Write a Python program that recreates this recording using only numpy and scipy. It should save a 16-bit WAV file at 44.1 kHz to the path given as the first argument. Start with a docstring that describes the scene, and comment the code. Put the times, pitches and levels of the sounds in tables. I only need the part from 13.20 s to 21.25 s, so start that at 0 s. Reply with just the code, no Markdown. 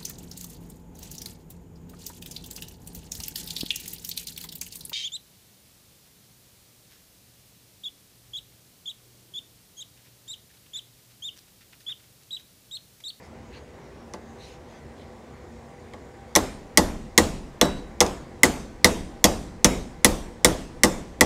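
"""A fan hums in a garage while a glove rustles, and two light aiming taps fall before the loud blows.
Then a hammer drives a steel pin into a hinge held on a steel workbench.
Each blow cracks, rings the hinge and shakes the bench, all as decaying modes; shaped noise makes
the rattle, the room's answer, the fan, the rustles and a thin hiss. The loud blows overload the input."""
import sys
import numpy as np
from scipy import signal
from scipy.fft import rfft, irfft, next_fast_len
from scipy.io import wavfile
from scipy.ndimage import uniform_filter1d

SR = 44100
rng = np.random.default_rng(int(sys.argv[2]) if len(sys.argv) > 2 else 0)


def log_audio(samples):
    """Write samples as a 16-bit WAV file to the path given in sys.argv[1]."""
    # one column per channel
    frames = np.atleast_2d(samples).T
    # limit to full scale, then quantise
    limited = np.clip(frames, -1, 1)
    pcm = np.round(limited * 32767).astype(np.int16)
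    wavfile.write(sys.argv[1], SR, pcm)


def rack_gain(trim_db):
    """Turn a fader trim in dB into the linear factor to multiply a signal by."""
    fader = np.asarray(trim_db, float)
    return 10 ** (fader / 20)


N = 355093  # length in samples

# Every contact of hammer, pin and hinge. Each row: start in seconds, crack force in dB,
# crack pitch in Hz, hinge ring in dB, bench thud in dB.
BLOWS = [(.937, -34.5, 5200, -45, -38.5), (2.736, -42, 3600, -47, -43), (3.153, -8.5, 5670, -25.5, -20),
         (3.1608, -3, 7800, -13.5, -17.5), (3.5738, 1, 7400, -11.5, -12), (3.9777, 1.5, 6240, -7.5, -11.5),
         (4.4129, -3, 3800, -18.5, -12.5), (4.454, -29.5, 12500, -50, -31.5),
         (4.8049, -4, 5600, -22, -16.5), (4.8105, -9.5, 5200, -21.5, -19.5), (4.864, -28, 5240, -45, -40),
         (5.2332, 1.5, 8130, -7, -13.5), (5.6446, 2, 5620, -7, -12.5), (6.0417, 1, 6340, -11.5, -12),
         (6.445, 1, 6000, -16, -12), (6.846, 2.5, 9500, -6.5, -13), (7.2465, 2, 7500, -14, -12.5),
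         (7.6345, 0, 7560, -8, -13), (8.0093, -1, 6810, -6.5, -12.5)]


def evened(x):
    """Scales a signal to rms 1."""
    return x / np.sqrt(np.mean(x ** 2) + 1e-20)


def add(mix, start_s, sound):
    """Mixes a sound in at its start time, cut off at the end of the mix."""
    part = mix[round(start_s * SR):][:len(sound)]
    part += sound[:len(part)]


def coloured(gain, patchy_db=0):
    """Noise of rms 1 with a gain over frequency and random patches of more and less level."""
    _, _, spectrum = signal.stft(rng.standard_normal(N + 512), SR, nperseg=512)
    patches = rng.standard_normal(spectrum.shape)
    patches = uniform_filter1d(patches, size=6, axis=0)  # smooth over frequency
    patches = uniform_filter1d(patches, size=14, axis=1)  # smooth over time
    patchy = spectrum * rack_gain(patchy_db * evened(patches))
    noise = signal.istft(patchy, SR, nperseg=512)[1]
    size = next_fast_len(len(noise))
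    shaped = rfft(noise, size) * gain(np.fft.rfftfreq(size, 1 / SR))
    return evened(irfft(shaped, size)[:N])


def swells(table):
    """Soft swells of patchy noise, each in its own band."""
    out = np.zeros(N)
    for start_s, length_s, level_db, centre_hz, width_hz in table:
        def band(hz):
            bell = 1 / (1 + ((hz - centre_hz) / width_hz) ** 2) ** 1.7
            return bell * hz / (hz + 900)  # less bass

        noise = coloured(band, patchy_db=4.5)
        swell = signal.windows.tukey(int(length_s * SR), .8)
        add(out, start_s, rack_gain(level_db) * noise[:len(swell)] * swell)
    return out


def fan():
    """Steady rush of air, as broad noise, with narrow humming bands of noise."""
    # Spectrum of the rush. Each row: frequency in Hz, relative level in dB per Hz.
    air = [(25, -27), (45, -13.5), (70, -3.5), (110, -10), (200, -9), (300, -9), (500, -10.5),
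           (1000, -16.5), (1400, -25), (2000, -21.5), (2700, -31), (4500, -34), (7200, -36.5),
           (9000, -41.5), (12000, -47.5), (16500, -53.5)]
    # Fuzzy tones. Each row: centre in Hz, full width at half amplitude in Hz, rms level in dB.
    hum = [(63, 18, -55.5), (81, 13, -58), (111, 10, -62.5), (137, 8, -59), (230.5, 5.3, -56),
           (350.8, 6.9, -61), (394.5, 8.8, -60), (495.3, 22, -57.5), (792, 14, -61.5), (960, 10, -70.5),
           (1150, 3.7, -73), (1380, 7.2, -73.5), (1520, 7.2, -72)]
    air_hz, air_db = np.transpose(air)

    def rush_gain(hz):
        return rack_gain(np.interp(np.log(hz + 1), np.log(air_hz + 1), air_db))

    out = rack_gain(-47) * coloured(rush_gain, patchy_db=1.27)
    for centre_hz, width_hz, level_db in hum:
        out += rack_gain(level_db) * coloured(lambda hz: 1 / (1 + (2 * (hz - centre_hz) / width_hz) ** 2))
    return out


def airy_hiss():
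    """Thin airy hiss that comes and goes in narrow bands of noise."""
    # Each row: start in seconds, length in seconds, level in dB, centre in Hz, width in Hz.
    hisses = [(.1, 0.45, -70, 6700, 400), (.4, 0.71, -73, 5600, 350), (.95, 0.4, -69, 6600, 400),
              (1.45, 2.6, -74.5, 7000, 400), (2.1, 0.85, -80, 8650, 400)]
    return swells(hisses)


def glove_rustles():
    """A glove slides on metal: short swells of broad noise."""
    # Each row: start in seconds, length in seconds, level in dB, centre in Hz, width in Hz.
    rustles = [(0, 0.098, -61.5, 3950, 6000), (.3, 0.12, -52, 2000, 3000), (1.16, 0.24, -52.5, 3900, 4170),
               (1.44, 0.2, -60.5, 3600, 3000), (1.75, 0.11, -58, 2800, 3500)]
    return swells(rustles)


def crack_tilt(hz, pitch_hz, force_db):
    """Steel near the crack pitch is struck hardest; a light touch lasts longer and loses the top (dB)."""
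    octaves = np.log2(hz / pitch_hz)
    peak_db = 5 * np.exp(-(octaves / 0.079) ** 2)
    skirt_db = -6 * np.clip(octaves, -1.2, 1.4) ** 2
    dulled_db = 0.38 * np.minimum(force_db + 1, 0) * np.clip(np.log2(hz / 8000), 0, 1)
    return peak_db + skirt_db + dulled_db


def thud_tilt(hz, thud_db):
    """A full thud reaches the deep bench modes; a weaker one stays near the surface, tilted up (dB)."""
    full_thud_db = -11.5
    weaker_by_db = full_thud_db - thud_db
    db_per_octave = 0.28 + np.clip(0.54 * weaker_by_db, 0, 4)
    return db_per_octave * np.clip(np.log2(hz / 300), -.8, 1.2)


def dying(strikes, t60_s):
    """Power that each strike leaves behind, falling 60 dB in t60."""
    return signal.lfilter([1], [1, -rack_gain(-120 / (t60_s * SR))], strikes)


def aftersound():
    """Loose tools rattle briefly on the shaken bench, the room dies more slowly; both keep the blow's colour."""
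    # Diffuse sound in bands. Each row: centre in Hz, rattle level in dB, rattle t60 in seconds,
    # room level in dB, room t60 in seconds.
    after = [(35, -13.5, 0.35, -20.5, 0.92), (80.5, -13.5, 0.21, -28.5, 0.84), (120, -20, 0.28, -25.5, .9),
             (198, -6.5, 0.16, -16.5, 0.92), (400, -11.5, 0.32, -15, 0.53), (880, -9, 0.14, -19.5, 0.51),
             (1375, -14, 0.15, -25.5, 0.52), (2250, -19, 0.065, -32.5, 0.51),
             (3960, -15.5, 0.067, -38.5, 0.61), (6600, -16, 0.081, -35, 0.54),
             (10250, -20, 0.065, -40, .42), (15000, -29, .06, -44.5, .3)]
    start_s, force_db, pitch_hz, _, thud_db = np.transpose(BLOWS)
    centres = np.log(np.transpose(after)[0])
    out = np.zeros(N)

    # loose parts chatter: the rattle's treble jumps together in short lumps
    chatter_db, chatter_s = 2, .004
    lump = int(chatter_s * SR) + 1
    chatter = uniform_filter1d(rng.standard_normal(N), lump)
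    chatter = evened(uniform_filter1d(chatter, lump))

    for k, (hz, rattle_db, rattle_t60, room_db, room_t60) in enumerate(after):
        if hz < 1800:  # the thud feeds the low bands, the crack the high ones
            fed_db = thud_db + thud_tilt(hz, thud_db)
        else:
            fed_db = force_db + 0.32 * crack_tilt(hz, pitch_hz, force_db)
        strikes = np.zeros(N)
        strikes[np.round(start_s * SR).astype(int)] = rack_gain(2 * fed_db)  # doubled dB: power

        jumping_db = rattle_db + chatter_db * min(1, hz / 3000) * chatter
        rattle_power = rack_gain(2 * jumping_db) * dying(strikes, rattle_t60)
        room_power = rack_gain(2 * room_db) * dying(strikes, room_t60)
        level = np.sqrt(rattle_power + room_power)
        slow = np.exp(-hz / (2.5 * SR))  # each band builds up over a few of its cycles
        level = signal.lfilter([1 - slow], [1, -slow], level)

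        share = np.eye(len(after))[k]  # neighbouring bands cross-fade in power

        def band_gain(f):
            return np.sqrt(np.interp(np.log(f + 1), centres, share)) * (f > 18)

        out += level * coloured(band_gain, patchy_db=2.6 * min(1, hz / 2000))
    return out


def ring(modes, rise_cycles, detune, scatter_db, phase_spread, tilt=np.zeros_like):
    """One blow on an object: its decaying modes, each a little off in pitch and strength by chance."""
    hz, db, t60_s = np.transpose(modes)[:, :, None]
    off, strength, phase = rng.standard_normal((len(modes), 3)).T[:, :, None]
    t = np.arange(SR // 2) / SR
    fall_db = db + tilt(hz) + scatter_db * strength - 60 * t / t60_s
    struck_hz = hz * (1 + detune * off)
    waves = rack_gain(fall_db) * np.sin(2 * np.pi * struck_hz * t + phase_spread * phase)
    rise = 1 - np.exp(-t * hz / rise_cycles)  # low modes take longer to swing up
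    return (waves * rise).sum(0)


def steel():
    """Decaying modes: pin and hammer head crack and the hinge rings at once, the heavy bench follows."""
    # Modes of pin and hammer head, of the hinge, of the bench top.
    # Each row: frequency in Hz, relative level in dB, t60 in seconds.
    pin = [(2930, -3, 0.0074), (3430, -6.5, 0.027), (3900, -4.5, 0.007), (4200, -8, 0.0099),
           (5200, -3.5, .012), (5620, -4, 0.0093), (6010, -1, 0.0076), (6340, 0, 0.0059),
           (7260, -1, 0.0056), (7790, -5, 0.0093), (8600, -5.5, 0.0054), (9500, -6.5, 0.01),
           (10220, -3, 0.0073), (11550, -9.5, 0.008), (12660, -2, 0.0045), (13300, -9.5, 0.0066),
           (14400, -12, .007), (3360, -43, 0.36), (3800, -37.5, 0.47), (5440, -37, 0.23), (6220, -43, 0.25),
           (7400, -39.5, 0.18), (9700, -43.5, 0.15)]
    hinge = [(1590, -14.5, 0.034), (1774, -11, 0.047), (1917, -2, 0.055), (2003, -0.5, 0.054),
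             (2107, 10.5, 0.018), (2280, -9, 0.02)]
    bench = [(48, -16, .4), (77, -12.5, .3), (140, -16.5, 0.15), (196.7, -1.5, 0.12), (257.6, -5.5, 0.21),
             (314.2, -6, 0.2), (371.7, -7, .16), (490.7, -2, 0.12), (592.4, -6, 0.097), (686, -13, .12),
             (790, -12.5, 0.053), (874.5, -8.5, 0.12), (1060, -5, 0.038), (1190, -13, 0.088)]
    bench_lag_s = .003  # the shock passes through hinge and cloth before the bench moves
    out = np.zeros(N)
    for start_s, force_db, pitch_hz, hinge_db, thud_db in BLOWS:
        crack = ring(pin, 0.8, 0.03, scatter_db=2.5, phase_spread=2.09,
                     tilt=lambda hz: crack_tilt(hz, pitch_hz, force_db))
        hinge_ring = ring(hinge, 1.5, 0.0087, scatter_db=2.0, phase_spread=0.42)
        thud = ring(bench, 0.3, 0.008, scatter_db=1.5, phase_spread=2.21,
                    tilt=lambda hz: thud_tilt(hz, thud_db))
        add(out, start_s, rack_gain(force_db) * crack)
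        add(out, start_s, rack_gain(hinge_db) * hinge_ring)
        add(out, start_s + bench_lag_s, rack_gain(thud_db) * thud)
    return out


def scene():
    """All sources at one microphone."""
    mix = fan() + airy_hiss() + glove_rustles() + aftersound() + steel()
    return mix[None]  # one channel


def top_cut(x):
    """Nothing passes above the cut-off."""
    return signal.sosfilt(signal.butter(12, 16720, fs=SR, output="sos"), x)


def record(dry):
    """The input stage saturates with a firm knee at full scale; then a low-pass limits the band."""
    knee, edge_hz = 3, 15800
    clipped = dry / (1 + abs(dry) ** knee) ** (1 / knee)
    lowpass = signal.firwin(201, edge_hz, fs=SR)
    limited = signal.oaconvolve(clipped, lowpass[None], "same")
    return top_cut(limited)


dry = scene()
out = record(dry)
log_audio(out)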